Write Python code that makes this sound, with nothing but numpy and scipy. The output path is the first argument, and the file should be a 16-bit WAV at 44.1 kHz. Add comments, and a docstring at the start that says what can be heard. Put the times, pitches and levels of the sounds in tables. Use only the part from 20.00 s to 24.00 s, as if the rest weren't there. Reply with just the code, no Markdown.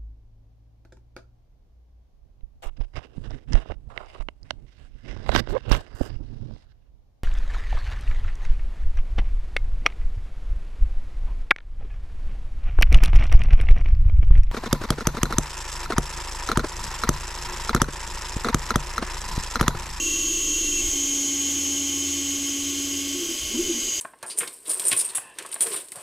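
"""Friction stir welding machine

A workshop, heard in mono from close to the tool. Filtered noise makes the hiss, squeal and ringing
of the spindle; wavering sines make its whines. The frame first shudders, then a feed drive hums.
The hum stops as gear tones fall in pitch; a short move then sweeps such tones up and down through
the resonances of the frame. Low jolts, gear noise and faint workshop noise lie underneath."""
import sys
import numpy as np
from scipy import signal
from scipy.fft import rfft, irfft
from scipy.io import wavfile
from scipy.ndimage import uniform_filter1d

SR = 44100
rng = np.random.default_rng(int(sys.argv[2]) if len(sys.argv) > 2 else 0)


def wrap_up_sound(samples):
    """Save the sound to the file named by the first command line argument, as 16-bit audio."""
    columns = np.atleast_2d(samples).T
    # keep every value between -1 and 1, then stretch to whole-number steps
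    tamed = np.clip(columns, -1, 1)
    steps = np.round(tamed * 32767).astype(np.int16)
    wavfile.write(sys.argv[1], SR, steps)


N = 176400  # samples, 4 s
SWITCH_S = 0.047  # length of a smooth switch


def amp(db):
    """Decibels to gain."""
    return 10 ** (np.asarray(db) / 20)


def unit(x):
    """Scales to rms 1."""
    return x / np.sqrt(np.mean(x ** 2) + 1e-20)


def clock():
    """Time of every sample, in seconds."""
    return np.arange(N) / SR


def curve(rows, axis=1):
    """One column of a time table, interpolated at every sample."""
    rows = np.array(rows)
    return np.interp(clock(), rows[:, 0], rows[:, axis])


def after(s):
    """Smooth switch from 0 to 1 around time s."""
    return .5 + .5 * np.tanh(2 * (clock() - s) / SWITCH_S)


def drift(width_hz):
    """Random motion of rms 1, made of noise that weakens above width_hz."""
    hz = np.fft.rfftfreq(N, 1 / SR)
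    lowpass = (hz > 0) / (1 + (hz / width_hz) ** 2)
    return unit(irfft(rfft(rng.standard_normal(N)) * lowpass, N))


def turn(hz):
    """Unit phasor that follows a frequency from a random starting phase."""
    cycles = np.cumsum(hz * np.ones(N)) / SR
    return np.exp(2j * np.pi * (cycles + rng.random()))


def band(hz, width_hz):
    """Narrow noise of rms 1: a phasor at the centre frequency, randomly modulated."""
    wander = drift(width_hz * .78) + 1j * drift(width_hz * .78)
    return unit((wander * turn(hz)).real)


def tones(rows, flutter=.3):
    """Machine tones that waver in pitch and strength."""
    total = 0
    for hz, db, width_hz in rows:
        tone = unit(turn(hz + .5 * width_hz * drift(width_hz)).real)
        total = total + amp(db) * tone * (1 + flutter * drift(2 * width_hz + 1))
    return total


def noise(points, patch_db, flicker_db, size=1024):
    """Coloured noise of rms 1 with small time-frequency patches and a shared flicker."""
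    overlap = size - size // 4
    hz, _, z = signal.stft(rng.standard_normal(N), SR, nperseg=size, noverlap=overlap)
    patches = uniform_filter1d(rng.standard_normal(z.shape), size=8, axis=0)  # across frequency
    patches = unit(uniform_filter1d(patches, size=12, axis=1))  # along time
    f, db = np.transpose(points)
    colour = np.interp(np.log(hz + 1), np.log(f), db)[:, None]
    x = signal.istft(z * amp(colour + patch_db * patches), nperseg=size, noverlap=overlap)[1][:N]
    return unit(x * amp(flicker_db * drift(width_hz=38)))


def reflect(x):
    """Dense short reflections from the table and the workshop comb a sound."""
    t60_s, echo_db = 0.26, -11
    t = np.arange(SR // 2) / SR
    tail = rng.standard_normal(len(t)) * 1000 ** (-t / t60_s)
    tail = tail / np.linalg.norm(tail)
    return unit(x + amp(echo_db) * signal.fftconvolve(x, tail)[:N])


# steady broad hiss of the running machine: f/Hz, relative level/dB per Hz
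HISS_COLOUR = [(400, -23.5), (560, -34), (690, -25), (900, -22.5), (1330, -24.5), (1470, -20),
               (2000, -17.5), (2160, -14), (2320, -16), (2850, -8), (3050, -4.5), (3520, -8), (3760, -15),
               (4180, -9), (4800, -12), (5300, -8.5), (5470, -12.5), (5720, -8), (6000, -2.5), (6400, -2),
               (6800, -1), (7130, -19), (7330, -7), (7800, -7), (8520, -18.5), (9000, -12.5), (9650, -21),
               (10450, -10), (10950, -17.5), (11700, -15.5), (12400, -20.5), (12850, -15.5), (13350, -14),
               (13750, -32), (14400, -24), (14750, -18), (15800, -31)]


def hiss():
    """Steady coloured noise of the machine, combed by its reflections."""
    return amp(-32) * reflect(noise(HISS_COLOUR, patch_db=0.88, flicker_db=0.36))


def saturate(x, low_hz, high_hz, count=4):
    """A self-limiting vibration: its strength evens out while its pitch keeps jittering."""
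    hz = np.fft.rfftfreq(N, 1 / SR)
    offset = (2 * hz - low_hz - high_hz) / (high_hz - low_hz)  # -1 and 1 at the band edges
    for _ in range(count):
        even = x / (abs(signal.hilbert(x)) + 1e-9)
        x = irfft(rfft(even) / (1 + offset ** 10), N)
    return unit(x)


# rough squeal of the rubbing tool, before it limits itself: f/Hz, relative level/dB per Hz
SQUEAL_COLOUR = [(5000, -47), (5700, -13), (5820, -16.5), (6250, -8), (6430, -11), (6590, 3.5),
                 (6740, -8.5), (6950, -7), (7150, -25), (7550, -10), (8200, -52), (9000, -36)]
# soft rubbing hiss that goes with the squeal: f/Hz, relative level/dB per Hz
RUB_COLOUR = [(5400, -31), (5700, -22), (5850, -1), (6500, -1.5), (7000, -3), (7140, -3), (7320, -2),
              (7560, -2), (7850, -8), (8150, -18), (8800, -35)]
# level of the squeal, which the rubbing follows: t/s, level/dB
SQUEAL_COURSE = [(0, -27), (.4, -26), (1.15, -26.5), (1.9, -29), (2.6, -32), (3.1, -36.5), (3.48, -39.5),
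                 (3.62, -33), (3.92, -29), (4, -30)]


def rubbing_tool():
    """The tool squeals as a self-limiting vibration, with a softer rubbing hiss beside it."""
    squeal = saturate(noise(SQUEAL_COLOUR, patch_db=0, flicker_db=0), low_hz=5850, high_hz=7250)
    rub = amp(-9.5) * noise(RUB_COLOUR, patch_db=1, flicker_db=-0.5)
    return amp(curve(SQUEAL_COURSE)) * (squeal + rub)


# singing band, weakening and sagging as it stops: t/s, centre f/Hz, level/dB
SING_COURSE = [(0, 2735, -34.5), (.7, 2740, -38.5), (.79, 2720, -35), (.85, 2630, -43)]


def singing():
    """A narrow noise band sings, then sags in pitch and stops."""
    end_s, width_hz = 0.87, 55
    level = amp(curve(SING_COURSE, axis=2)) * (1 - after(end_s))
    return level * band(curve(SING_COURSE), width_hz)


# fluttering ring of the spindle: t/s, centre f/Hz, level/dB
RING_COURSE = [(0, 3130, -38.5), (1, 3110, -38.5), (2, 3078, -37.5), (3.2, 3087, -38.5), (4, 3010, -36)]


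def ringing():
    """The spindle's ring flutters because it is a narrow band of noise."""
    return amp(curve(RING_COURSE, axis=2)) * band(curve(RING_COURSE), width_hz=117)


# hiss band that sinks slowly: t/s, centre f/Hz, level/dB
SINKING_COURSE = [(0, 5300, -50.5), (1.8, 5290, -44.5), (3.1, 5030, -43.5), (3.7, 4910, -42.5),
                  (4, 4780, -41.5)]


def sinking_band():
    """A noise band grows stronger while its centre sinks."""
    return amp(curve(SINKING_COURSE, axis=2)) * band(curve(SINKING_COURSE), width_hz=200)


# steady whines of spindle and pumps: f/Hz, level/dB, width f/Hz
STEADY_WHINES = [(436, -62, 6), (1211, -66, 5), (1400, -67, 8), (1590, -66, 8), (1905, -62, 20),
                 (2025, -57, 6), (2620, -55, 14), (2744, -54, 6), (2800, -52, 4), (2827, -56, 6),
                 (3015, -53, 12), (5600, -51, 4), (6577, -43, 5), (7532, -55, 10), (7720, -45.5, 2)]
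# beating pair of whines: f/Hz, level/dB before the course below, width f/Hz
BEATING_PAIR = [(1091.7, -55.5, 13), (1119.6, -58, 5.2)]
# gain on the pair: t/s, level/dB
BEATING_COURSE = [(0, 4.5), (.4, -1), (.9, -1), (4, -3.5)]


def whines():
    """Wavering tones of the spindle and pumps, with two close tones that beat."""
    return tones(STEADY_WHINES) + amp(curve(BEATING_COURSE)) * tones(BEATING_PAIR)


# low workshop noise: f/Hz, relative level/dB per Hz
ROOM_COLOUR = [(10, -8), (30, 9), (90, -12.5), (150, -10), (230, -30), (450, -7.5), (600, -6), (900, -27)]


def room():
    """Faint low noise of the workshop, patchy and flickering."""
    return amp(-51) * noise(ROOM_COLOUR, patch_db=1.5, flicker_db=2.0)


# low shudder of the frame before the feed starts: f/Hz, level/dB, width f/Hz
SHUDDER_TONES = [(23, -38.5, 0.25), (34.77, -49, 2.5), (49.1, -47.5, 5), (70.4, -51.5, 1.5),
                 (105.5, -54.5, 22)]
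# frame tones that beat while it shudders: f/Hz, level/dB, width f/Hz
BEATING_STRANDS = [(300.5, -44, 7.8), (333.6, -43.5, 14.5), (354, -49, 12.2)]


def shudder():
    """The frame shakes on low tones and beats on higher ones until it settles."""
    end_s = .95
    return (1 - after(end_s)) * (tones(SHUDDER_TONES, flutter=.1) + tones(BEATING_STRANDS))


# gear noise in the frame's resonance: t/s, level/dB
GEAR_COURSE = [(0, -42), (.85, -39.5), (.95, -45.5), (1.1, -43.5), (2, -47), (3.12, -47), (3.22, -40),
               (3.33, -40.5), (3.41, -47.5), (3.5, -41.5), (3.58, -35.5), (3.78, -38.5), (3.87, -39),
               (3.93, -46.5), (4, -48)]


def gear_noise():
    """Gear noise heard through one resonance of the frame."""
    return amp(curve(GEAR_COURSE)) * band(hz=326.2, width_hz=78.3)


# whines of the engaged drive: f/Hz, level/dB, width f/Hz
DRIVE_WHINES = [(597, -61, 5), (2146, -57, 6), (2157, -53.5, 4), (2167, -58, 8), (2220, -61, 10),
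                (2261, -61, 6), (2438, -53, 7)]
# thin whine that sets in with the drive and weakens: t/s, level/dB
THIN_COURSE = [(.83, -57.5), (1.9, -57.5), (3.1, -65.5), (3.4, -65)]


def engaged_drive():
    """The drive sets in with wavering whines and one thin tone that weakens."""
    start_s, thin_hz = 0.78, 821
    thin = amp(curve(THIN_COURSE)) * unit(turn(thin_hz + drift(width_hz=2.6)).real)
    return after(start_s) * (tones(DRIVE_WHINES) + thin)


# low jolts as the axes start and stop: centre t/s, level/dB, length t/s (one sigma)
AXIS_JOLTS = [(0.862, -36.5, 0.031), (1.05, -46, 0.11), (3.449, -41, 0.033), (3.636, -43, 0.064),
              (3.854, -45, 0.032)]


def jolts():
    """Each jolt is a bell-shaped swell of one low, wandering tone."""
    hz, width_hz = 35, 52
    swells = 0
    for s, db, length in AXIS_JOLTS:
        swells = swells + amp(db) * np.exp(-.5 * ((clock() - s) / length) ** 2)
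    return swells * unit(turn(hz + .5 * width_hz * drift(width_hz)).real)


# weaker gear tones around the feed hum: f/Hz, level/dB, width f/Hz
FEED_TONES = [(81, -49.5, 0.1), (92.5, -58, 0.17), (253, -63, 1), (273.2, -57, 0.2), (343.8, -50, 1.9),
              (356.8, -57.5, 0.85), (372, -54.5, 1.2)]


def feed_hum():
    """The feed drive hums on one strong tone that slowly grows louder, among weaker gear tones."""
    start_s, end_s = 0.94, 3.19
    hz, waver = 281.3, 0.0012  # waver: rms fraction of the pitch
    level_db = -35.5 + 0.7 * (clock() - 0.5)  # gains 0.7 dB per second
    main = amp(level_db) * unit(turn(hz * (1 + waver * drift(width_hz=9.9))).real)
    return after(start_s) * (1 - after(end_s)) * (main + tones(FEED_TONES))


def resonate(x, hz, width_hz):
    """One fixed mode with a gain of about 1 at its peak."""
    pole = np.exp(-np.pi * width_hz / SR)
    return 2 * signal.lfilter([1 - pole], [1, -pole * np.exp(2j * np.pi * hz / SR)], x).real


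# modes of the frame: f/Hz, width f/Hz, level/dB
FRAME_MODES = [(342.3, 19.5, -3), (242, 21, -12.5), (476, 50, -25), (970, 77, -13), (1480, 110, -15)]


def glide(rows, orders):
    """Gliding gear tones boom whenever they cross a mode of the frame."""
    level = amp(curve(rows, axis=2)) * after(rows[0][0]) * (1 - after(rows[-1][0]))
    gears = sum(amp(db) * unit(turn(k * curve(rows)).real) for k, db in orders)
    drive = level * gears
    return sum(amp(db) * resonate(drive, hz, width_hz) for hz, width_hz, db in FRAME_MODES)


# falling drive tone as the hum stops: t/s, pitch f/Hz, level/dB before gears and frame
BRAKE_COURSE = [(3.13, 284.4, -38), (3.21, 272.5, -30), (3.25, 263, -44.5), (3.295, 260.4, -28.5),
                (3.39, 247, -43)]
# its gear tones: multiple of the pitch, level/dB
BRAKE_GEARS = [(0.999, 4), (1.28, 3.5)]


def brake():
    """The drive's gear tones fall in pitch through the frame's modes."""
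    return glide(BRAKE_COURSE, BRAKE_GEARS)


# drive tone rising and falling in the short move: t/s, pitch f/Hz, level/dB before gears and frame
MOVE_COURSE = [(3.51, 205.3, -40), (3.552, 244.6, -13), (3.593, 349.5, -17), (3.628, 400, -26),
               (3.66, 413.4, -27), (3.694, 347, -18), (3.742, 242, -21.5), (3.805, 224, -38),
               (3.87, 166, -47)]
# its gear tones: multiple of the pitch, level/dB
MOVE_GEARS = [(1, 1.5), (1.48, -17), (2, -17.5), (4, -20.5)]


def short_move():
    """The drive's gear tones sweep up and down through the frame's modes."""
    return glide(MOVE_COURSE, MOVE_GEARS)


def scene():
    """All sources, the same in both channels."""
    spindle = hiss() + rubbing_tool() + singing() + ringing() + sinking_band() + whines()
    frame = shudder() + gear_noise() + jolts()
    drive = engaged_drive() + feed_hum() + brake() + short_move()
    mono = spindle + room() + frame + drive
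    return np.array([mono, mono])


def record(dry):
    """The recorder's band limit: a steep low-pass at 15850 Hz."""
    lowpass = signal.firwin(511, 15850, window=("kaiser", 9), fs=SR)
    return signal.oaconvolve(dry, lowpass[None], "same")


dry = scene()
out = record(dry)
wrap_up_sound(out)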